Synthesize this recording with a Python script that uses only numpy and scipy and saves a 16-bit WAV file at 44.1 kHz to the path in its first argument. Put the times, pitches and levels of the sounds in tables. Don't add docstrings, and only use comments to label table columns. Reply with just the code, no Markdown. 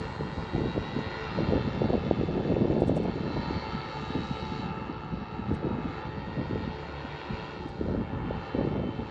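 import sys
import numpy as np
from scipy import signal
from scipy.io import wavfile
from scipy.ndimage import uniform_filter1d, map_coordinates

SR = 44100
rng = np.random.default_rng(int(sys.argv[2]) if len(sys.argv) > 2 else 0)


def file_out(sig):
    cols = np.atleast_2d(sig).T
    lim = np.clip(cols, -1, 1)
    pcm = np.round(lim * 32767).astype(np.int16)
    wavfile.write(sys.argv[1], SR, pcm)


N = 401310
TIME = np.arange(N) / SR


def from_db(db):
    return 10 ** (np.asarray(db) / 20)


def unit_rms(x):
    return x / np.sqrt(np.mean(x ** 2) + 1e-20)


def curves(rows):
    times, *columns = np.transpose(rows)
    return [np.interp(TIME, times, column) for column in columns]


def log_interp(points, at):
    x, y = np.transpose(points)
    return np.interp(np.log(at), np.log(x), y)


def butter(x, hz, kind, order=2):
    return signal.sosfilt(signal.butter(order, hz, kind, fs=SR, output="sos"), x + 1e-18)


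def drift(corner_hz):
    hop, settle = 40, 2000
    pole = np.exp(-2 * np.pi * corner_hz * hop / SR)
    white = rng.standard_normal(N // hop + settle + 2)
    slow = signal.lfilter([1], [1, -2 * pole, pole * pole], white)[settle:]
    return np.interp(np.arange(N) / hop, np.arange(len(slow)), unit_rms(slow))


def band_noise(low_hz, high_hz):
    return unit_rms(butter(rng.standard_normal(N), [low_hz, high_hz], "band", order=3))


# t/s, level/dB
HISS_LEVEL = [(0, -63.5), (.7, -69.5), (2.5, -99.5), (4.4, -67), (4.8, -99.5), (7.2, -77), (9.1, -81.5)]

def hiss(trim_db=-7.5):
    level_db, = curves(HISS_LEVEL)
    return from_db(level_db + trim_db) * band_noise(5900, 8100)


# t/s, level/dB
TOUCHES = [(2.808, -51.5), (2.883, -46), (2.9666, -47), (2.9754, -55), (3.0365, -57), (5.5474, -51.5),
           (7.69, -56)]

def fingers(trim_db=-12, rub_db=-12, crack_s=0.0066, rub_s=0.018):
    envelope = np.zeros(N)
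    for at_s, level_db in TOUCHES:
        apart_s = np.abs(TIME - at_s)
        crack = np.exp(-apart_s / crack_s)
        rub = from_db(rub_db) * np.exp(-apart_s / rub_s)
        envelope += from_db(level_db + trim_db) * (crack + rub)
    return envelope * band_noise(4500, 9000)


def gust(start_s, length_s, attack_s=0.014, release_s=0.044, sag_db_per_s=10.5):
    age_s = TIME - start_s
    rise = np.clip(age_s / attack_s + 0.5, 0, 1)
    sag = from_db(-sag_db_per_s * np.clip(age_s, 0, length_s))
    return rise * sag * np.exp(-np.maximum(age_s - length_s, 0) / release_s)


# t/s, level/dB
BREEZE_LEVEL = [(0, -40.5), (1.2, -46), (1.5, -34), (3.4, -45), (3.9, -46.5), (4.2, -41.5), (4.6, -43.5),
                (5.0, -44), (5.7, -45.5), (6.55, -38), (6.75, -50), (7.5, -51.5), (8.0, -35.5), (8.5, -51),
                (9.1, -43.5)]
# start/s, length/s, rumble/dB, buffet/dB
MIC_GUSTS = [(0.191, 0.03, -33, -32), (0.376, 0.0092, -28.5, -31), (0.535, 0.12, -31, -26),
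             (0.743, 0.041, -29, -26), (0.93, 0.051, -47, -28), (1.05, 0.023, -35.5, -47),
             (1.373, 0.14, -31.5, -28.5), (1.492, 0.082, -36, -23.5), (1.72, 0.042, -39, -27.5),
             (1.809, 0.038, -32, -24), (1.887, 0.089, -36, -25.5), (2.012, 0.12, -34.5, -30.5),
             (2.173, 0.035, -32, -26), (2.273, 0.15, -36, -25.5), (2.448, 0.2, -35, -25.5),
             (2.529, 0.33, -31.5, -23), (2.868, 0.15, -32.5, -23.5), (3.037, 0.086, -35.5, -28),
             (3.153, 0.16, -47, -29), (3.359, 0.022, -29.5, -25), (3.46, 0.11, -34, -32),
             (3.725, 0.02, -33.5, -41), (4.145, 0.025, -34, -27.5), (4.487, 0.38, -39, -37.5),
             (4.882, 0.027, -46, -33), (5.121, 0.028, -33.5, -35), (5.376, 0.048, -36, -37),
             (5.485, 0.04, -27.5, -30), (5.619, 0.17, -36, -30.5), (5.843, 0.015, -32, -30),
             (6.355, 0.098, -45, -30), (6.521, 0.06, -35, -31.5), (6.62, 0.072, -35.5, -34),
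             (7.305, 0.035, -33, -46), (7.407, 0.025, -41, -53), (7.585, 0.026, -39, -42),
             (7.805, 0.22, -32, -29), (8.139, 0.24, -33, -34.5), (8.542, 0.36, -34.5, -26.5),
             (8.985, 0.037, -38, -31.5)]

def airflow(restless_db=4, breeze_rumble_db=1.0):
    breeze_db = curves(BREEZE_LEVEL)[0] + restless_db * np.tanh(drift(15))
    rumble, buffet = from_db(breeze_db + breeze_rumble_db), from_db(breeze_db)
    for start_s, length_s, rumble_db, buffet_db in MIC_GUSTS:
        envelope = gust(start_s, length_s)
        rumble = np.maximum(rumble, from_db(rumble_db) * envelope)
        buffet = np.maximum(buffet, from_db(buffet_db) * envelope)
    return rumble, buffet


def turbulence(low_hz, high_hz, lumpy_db, span_s=0.05):
    flow = rng.standard_normal(N) * from_db(lumpy_db * np.tanh(drift(80) / 2) * 2)
    band = butter(butter(flow, low_hz, "high", order=3), high_hz, "low", order=4)
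    return band / np.sqrt(uniform_filter1d(band ** 2, int(span_s * SR)) + 1e-12)


def wind(rumble_trim_db=-0.8, buffet_trim_db=-2.0, strong_db=-29, puffy_db=7):
    rumble_gain, buffet_gain = airflow()
    rumble = rumble_gain * turbulence(46.6, 169, lumpy_db=3.5, span_s=0.07)
    large = turbulence(139, 248, lumpy_db=5.5)
    small = turbulence(185, 522, lumpy_db=6.5)
    bright = np.clip(0.58 * (buffet_gain / from_db(strong_db)) ** 0.85, 0, 0.8)
    puffs = from_db(puffy_db * (1.28 - bright) * np.tanh(drift(12)))
    puffs /= np.sqrt(uniform_filter1d(puffs ** 2, SR // 6))
    buffet = buffet_gain * puffs * (np.sqrt(1 - bright ** 2) * large + bright * small)
    return from_db(rumble_trim_db) * rumble + from_db(buffet_trim_db) * buffet


# t/s, peak/dB, f/Hz
EDDY_HITS = [(0.210, -19.5, 403), (0.551, -15.5, 270), (0.582, -20, 232), (0.619, -18, 290),
             (0.659, -16.5, 353), (0.779, -12.5, 400), (0.966, -17, 227), (1.406, -13.5, 280),
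             (1.433, -19, 235), (1.525, -14.5, 370), (1.558, -17.5, 275), (1.579, -16.5, 400),
             (1.819, -16.5, 436), (1.832, -21, 335), (1.906, -15, 323), (1.933, -14, 470),
             (1.954, -11, 345), (1.979, -19, 454), (2.112, -5.5, 365), (2.209, -26, 250),
             (2.236, -14.5, 335), (2.328, -17, 400), (2.38, -15.5, 452), (2.456, -20.5, 422),
             (2.504, -20, 295), (2.54, -16, 315), (2.569, -15.5, 400), (2.619, -16, 280),
             (2.702, -12.5, 320), (2.751, -16, 365), (2.783, -13.5, 220), (2.821, -6.5, 370),
             (2.835, -14.5, 450), (2.88, -18.5, 295), (2.911, -20, 310), (2.966, -17, 220),
             (3.002, -24, 380), (3.372, -21, 313), (3.509, -15.5, 295), (3.751, -21, 205),
             (4.032, -28.5, 220), (4.106, -25, 242), (4.156, -29, 300), (4.194, -24, 230),
             (4.253, -28, 190), (4.313, -18.5, 210), (4.522, -21.5, 210), (4.596, -24, 260),
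             (4.659, -24, 196), (4.709, -28, 177), (4.898, -22.5, 285), (5.14, -21, 205),
             (5.224, -25.5, 200), (5.395, -23.5, 235), (5.488, -26, 200), (5.516, -15, 280),
             (5.644, -21, 330), (5.67, -22, 330), (5.712, -24.5, 240), (5.738, -20, 179),
             (5.787, -21.5, 275), (5.858, -19, 250), (6.371, -23, 245), (6.395, -23, 270), (6.42, -24, 340),
             (6.512, -19.5, 300), (6.559, -17, 400), (6.678, -20.5, 268), (7.052, -25.5, 260),
             (7.306, -25, 205), (7.66, -24.5, 292), (7.813, -16.5, 344), (7.863, -22.5, 430),
             (7.949, -18, 403), (8.31, -15.5, 445), (8.55, -15, 340), (8.613, -16.5, 457),
             (8.651, -16.5, 335), (8.891, -18.5, 245)]

def eddies(trim_db=-3.0, hard_db=-10, hard_cycles=0.41, doubling_db=10):
    out = np.zeros(N)
    age_s = np.arange(-(SR // 40), SR // 40) / SR
    for at_s, peak_db, hz in EDDY_HITS:
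        half_width_cycles = hard_cycles * 2 ** ((hard_db - peak_db) / doubling_db)
        swing = np.sin(2 * np.pi * hz * age_s) * np.exp(-(hz * age_s / half_width_cycles) ** 2)
        start = round(at_s * SR) - len(swing) // 2
        out[start:start + len(swing)] += from_db(peak_db + trim_db) * swing / np.max(swing)
    return out


# t/s, mid/dB, treble/dB, top/dB
TRANSMISSION = [(0.0, -40, -51.5, -51.5), (0.2, -42.5, -53.5, -56), (0.94, -43, -49, -52),
                (1.24, -39, -47, -52), (2.91, -49.5, -53.5, -57.5), (3.47, -41, -48, -53.5),
                (4.61, -45, -50.5, -51), (4.71, -42, -52.5, -59.5), (5.07, -46.5, -56.5, -61.5),
                (5.78, -43.5, -54, -61.5), (5.96, -41.5, -50, -56), (6.11, -45, -53, -60),
                (7.43, -42, -49.5, -56), (7.78, -48.5, -58, -59), (8.19, -43.5, -54, -65.5),
                (8.46, -42, -51, -57), (8.85, -47.5, -54, -64), (9.1, -47, -54.5, -58)]

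def air_fading_db():
    mid, treble, top = [db - np.mean(db) for db in curves(TRANSMISSION)]

    def fading_db(hz):
        depth = log_interp([(300, 0.3), (1200, 1)], hz)
        to_treble = log_interp([(1400, 0.14), (2600, 1)], hz)
        to_top = log_interp([(3000, 0.033), (4100, 1)], hz)
        return depth * mid + to_treble * (treble - mid) + to_top * (top - treble)
    return fading_db


# centre/s, half-length/s, f/Hz, half-width/Hz, gain/dB
BAND_SWELLS = [(0.998, 1.2, 1980, 126.4, 8.5), (1, 1.3, 2710, 65, 7), (.95, 0.73, 3850, 80, 6.5),
               (0.1, .3, 4085, 62.4, 13), (1.37, .55, 4085, 62.4, 16.5), (1.25, .35, 3640, 86, 7),
               (2.13, 1.0, 3500, 80, 15), (3.47, 0.3, 4030, 130, 18.5), (3.55, 0.39, 4580, 150, 8.5),
               (3.55, 0.5, 4390, 70, 7.5), (2.3, 0.87, 4410, 76, -7.5), (3.63, 0.21, 2109, 85, 8.5),
               (4.4, 1.2, 885, 55, 4.5), (4.7, 0.76, 1164, 80, 5.5), (4.23, 0.4, 3880, 80, 9),
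               (4.1, .8, 2200, 56, 2.5), (5.1, .45, 4390, 60, 4.5), (4.2, .5, 2970, 70, 5.5),
               (4.708, 0.72, 2830, 180, 7), (5.1, 1.7, 1347, 60, 12), (4.9, 1.0, 4150, 75, -5.5),
               (5.1, 0.8, 2700, 60, 11), (5.344, 0.97, 3960, 82, 12), (6.17, .89, 1923, 77, 9.5),
               (6.238, .49, 4560, 90, 9), (6.7, 0.71, 1320, 150, -5), (8.4, 1.8, 1640, 60, -10),
               (7.6, 1.7, 2300, 50, -9.5), (8.4, 0.4, 3000, 120, 9.5), (7.22, 0.4, 2630, 79, 10.5),
               (6.6, 0.32, 3680, 100, 8.5), (6.6, .35, 4390, 70, 8), (8.8, 1.1, 1095, 50, 6),
               (8.41, 0.71, 3986, 76, 14), (8.87, 0.37, 3090, 75, 10), (8.85, .35, 3520, 60, 8.5)]

def with_swells(fading_db):
    swells = [(centre_hz, width_hz, db * np.exp(-((TIME - at_s) / half_s) ** 2))
              for at_s, half_s, centre_hz, width_hz, db in BAND_SWELLS]

    def total_db(hz):
        gain_db = fading_db(hz)
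        for centre_hz, width_hz, swell_db in swells:
            share = np.exp(-((hz - centre_hz) / width_hz) ** 2)
            if share > 0.01:
                gain_db = gain_db + share * swell_db
        return gain_db
    return total_db


# t/s, lag/ms
REFLECTION_LAG = [(0.0, 2.154), (0.9, 2.078), (1.35, 2.143), (1.7, 2.232), (2.1, 2.295), (2.9, 2.246),
                  (3.65, 2.223), (4.15, 2.291), (4.8, 2.287), (5.6, 2.326), (5.9, 2.306), (6.2, 2.165),
                  (6.7, 2.139), (7.1, 2.099), (8.0, 2.181), (9.1, 2.243)]

def ground_reflection(direct, gain=0.45, grass_hz=7000):
    lag_ms, = curves(REFLECTION_LAG)
    late = map_coordinates(direct, [(TIME - lag_ms / 1000) * SR], order=3)
    return gain * butter(late, grass_hz, "low", order=1)


# centre/s, half-length/s, level/dB, lower edge/Hz
RASP_FLARES = [(3.618, 0.6, -59, 3950), (6.695, 0.12, -58, 2320), (7.337, 0.3, -55.5, 2200),
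               (8.5, 0.15, -73, 3900)]

def exhaust_rasp(firings, bite=0.7, top_hz=4530):
    puffs = unit_rms(np.exp(bite * np.cos(2 * np.pi * firings))) * rng.standard_normal(N)
    out = np.zeros(N)
    for at_s, half_s, level_db, low_hz in RASP_FLARES:
        envelope = from_db(level_db) * np.exp(-((TIME - at_s) / half_s) ** 4)
        out += envelope * unit_rms(butter(puffs, [low_hz, top_hz], "band", order=5))
    return out


# f/Hz, relative density/dB
RUSH_SPECTRUM = [(60, -8), (150, 9.5), (400, 2.5), (650, 1.5), (900, 4), (1300, 0), (1900, -4.5),
                 (2700, -8), (3300, -10.5), (4200, -13), (5200, -22), (6700, -29.5), (8000, -50),
                 (10000, -54)]

def rush(firings, blade_passes, fading_db, level_db=-44.5, chop=0.25, patchy_db=1.5):
    swish = unit_rms(np.exp(chop * np.cos(2 * np.pi * blade_passes)))
    pipe_ring = np.cos(2 * np.pi * 4 * firings) + np.cos(2 * np.pi * 5 * firings)
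    puffs = unit_rms(np.exp(0.8 * np.cos(2 * np.pi * firings) + 0.15 * pipe_ring))
    edges_hz = 58 * 2 ** (np.arange(23) / 3)
    white = rng.standard_normal((2, N))
    out, steady = np.zeros((2, N))
    for k, (low_hz, high_hz) in enumerate(zip(edges_hz, edges_hz[1:])):
        hz = np.sqrt(low_hz * high_hz)
        band = butter(white[k % 2], [low_hz, high_hz], "band", order=6)
        band *= from_db(log_interp(RUSH_SPECTRUM, hz))
        exhaust_share = log_interp([(1500, 0.1), (4000, 0.8), (6000, 0.4)], hz)
        pulsing = (1 - exhaust_share) * swish + exhaust_share * puffs
        out += band * pulsing * from_db(fading_db(hz) + patchy_db * drift(10))
        steady += band
    return from_db(level_db) * out / np.std(steady)


def harmonics(cycles, base_hz, spectrum, fading_db, flicker_db, flicker_hz, scatter_cycles):
    out = np.zeros(N)
    for order in range(1, int(spectrum[-1][0]) + 1):
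        hz = order * base_hz
        depth_db = flicker_db * log_interp([(300, 1), (2000, 0.85)], hz)
        level_db = log_interp(spectrum, order) + fading_db(hz) + depth_db * drift(flicker_hz)
        phase = 2 * np.pi * (order * cycles + scatter_cycles * rng.random())
        out += from_db(level_db) * np.sqrt(2) * np.sin(phase)
    return out


# t/s, firing rate/Hz
FIRING_RATE = [(0, 110.46), (.35, 110.28), (1.05, 110.04), (1.4, 110.37), (2.45, 110.27), (2.8, 109.59),
               (3.5, 109.54), (3.85, 109.86), (4.55, 109.84), (4.9, 109.41), (5.25, 108.69), (5.6, 108.99),
               (6.3, 109.2), (6.65, 109.58), (7.35, 109.3), (8.05, 109.27), (8.4, 109.63), (9.1, 110.11)]
# order of firing rate, level/dB
EXHAUST_SPECTRUM = [(1, -64), (2, -60), (3, -56), (4, -55), (5, -57), (6, -58.5), (7, -58), (8, -59),
                    (9, -63.5), (10, -64.5), (11, -60), (12, -63.5), (13, -63), (14, -62), (15, -65),
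                    (16, -70), (17, -64), (18, -67.5), (19, -65.5), (20, -68), (21, -78.5), (22, -72.5),
                    (23, -74.5), (24, -66), (25, -66.5), (26, -74.5), (27, -74), (29, -69.5), (30, -71.5),
                    (31, -85.5), (32, -78), (33, -74), (34, -79), (35, -68.5), (36, -76), (37, -79.5),
                    (38, -69), (39, -81), (40, -71), (41, -77), (42, -75), (43, -94), (44, -88),
                    (46, -77.5)]
# order of blade rate, level/dB
BLADE_SPECTRUM = [(1, -56), (2, -52), (3, -69.5), (4, -57), (5, -55.5), (6, -58.5), (7, -61), (8, -64.5),
                  (10, -60), (11, -58.5), (12, -58.5), (13, -60), (14, -64.5), (17, -66), (18, -69),
                  (19, -71), (24, -74.5)]

def paramotor(blades_per_firing=0.659, exhaust_trim_db=-0.32, wobble=0.001195, jitter=0.0011):
    firing_hz = curves(FIRING_RATE)[0] * (1 + wobble * drift(7.97) + jitter * drift(52))
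    mean_hz = np.mean(firing_hz)
    firings = np.cumsum(firing_hz) / SR
    blade_passes = blades_per_firing * firings
    fading_db = air_fading_db()
    tone_fading_db = with_swells(fading_db)
    exhaust = harmonics(firings, mean_hz, EXHAUST_SPECTRUM, tone_fading_db,
                        flicker_db=2.5, flicker_hz=5.4, scatter_cycles=0.74)
    propeller = harmonics(blade_passes, blades_per_firing * mean_hz, BLADE_SPECTRUM, tone_fading_db,
                          flicker_db=4.0, flicker_hz=5.6, scatter_cycles=0.62)
    shading = 1 + 0.096 * np.cos(2 * np.pi * blade_passes)
    tones = from_db(exhaust_trim_db) * exhaust * shading + propeller
    direct = tones + rush(firings, blade_passes, fading_db) + exhaust_rasp(firings)
    return direct + ground_reflection(direct)


def scene():
    return (paramotor() + wind() + eddies() + fingers() + hiss())[None]


def record(dry, low_hz=40, high_hz=10800):
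    thinned = butter(dry, low_hz, "high", order=3)
    return butter(thinned, high_hz, "low", order=12)


dry = scene()
out = record(dry)
file_out(out)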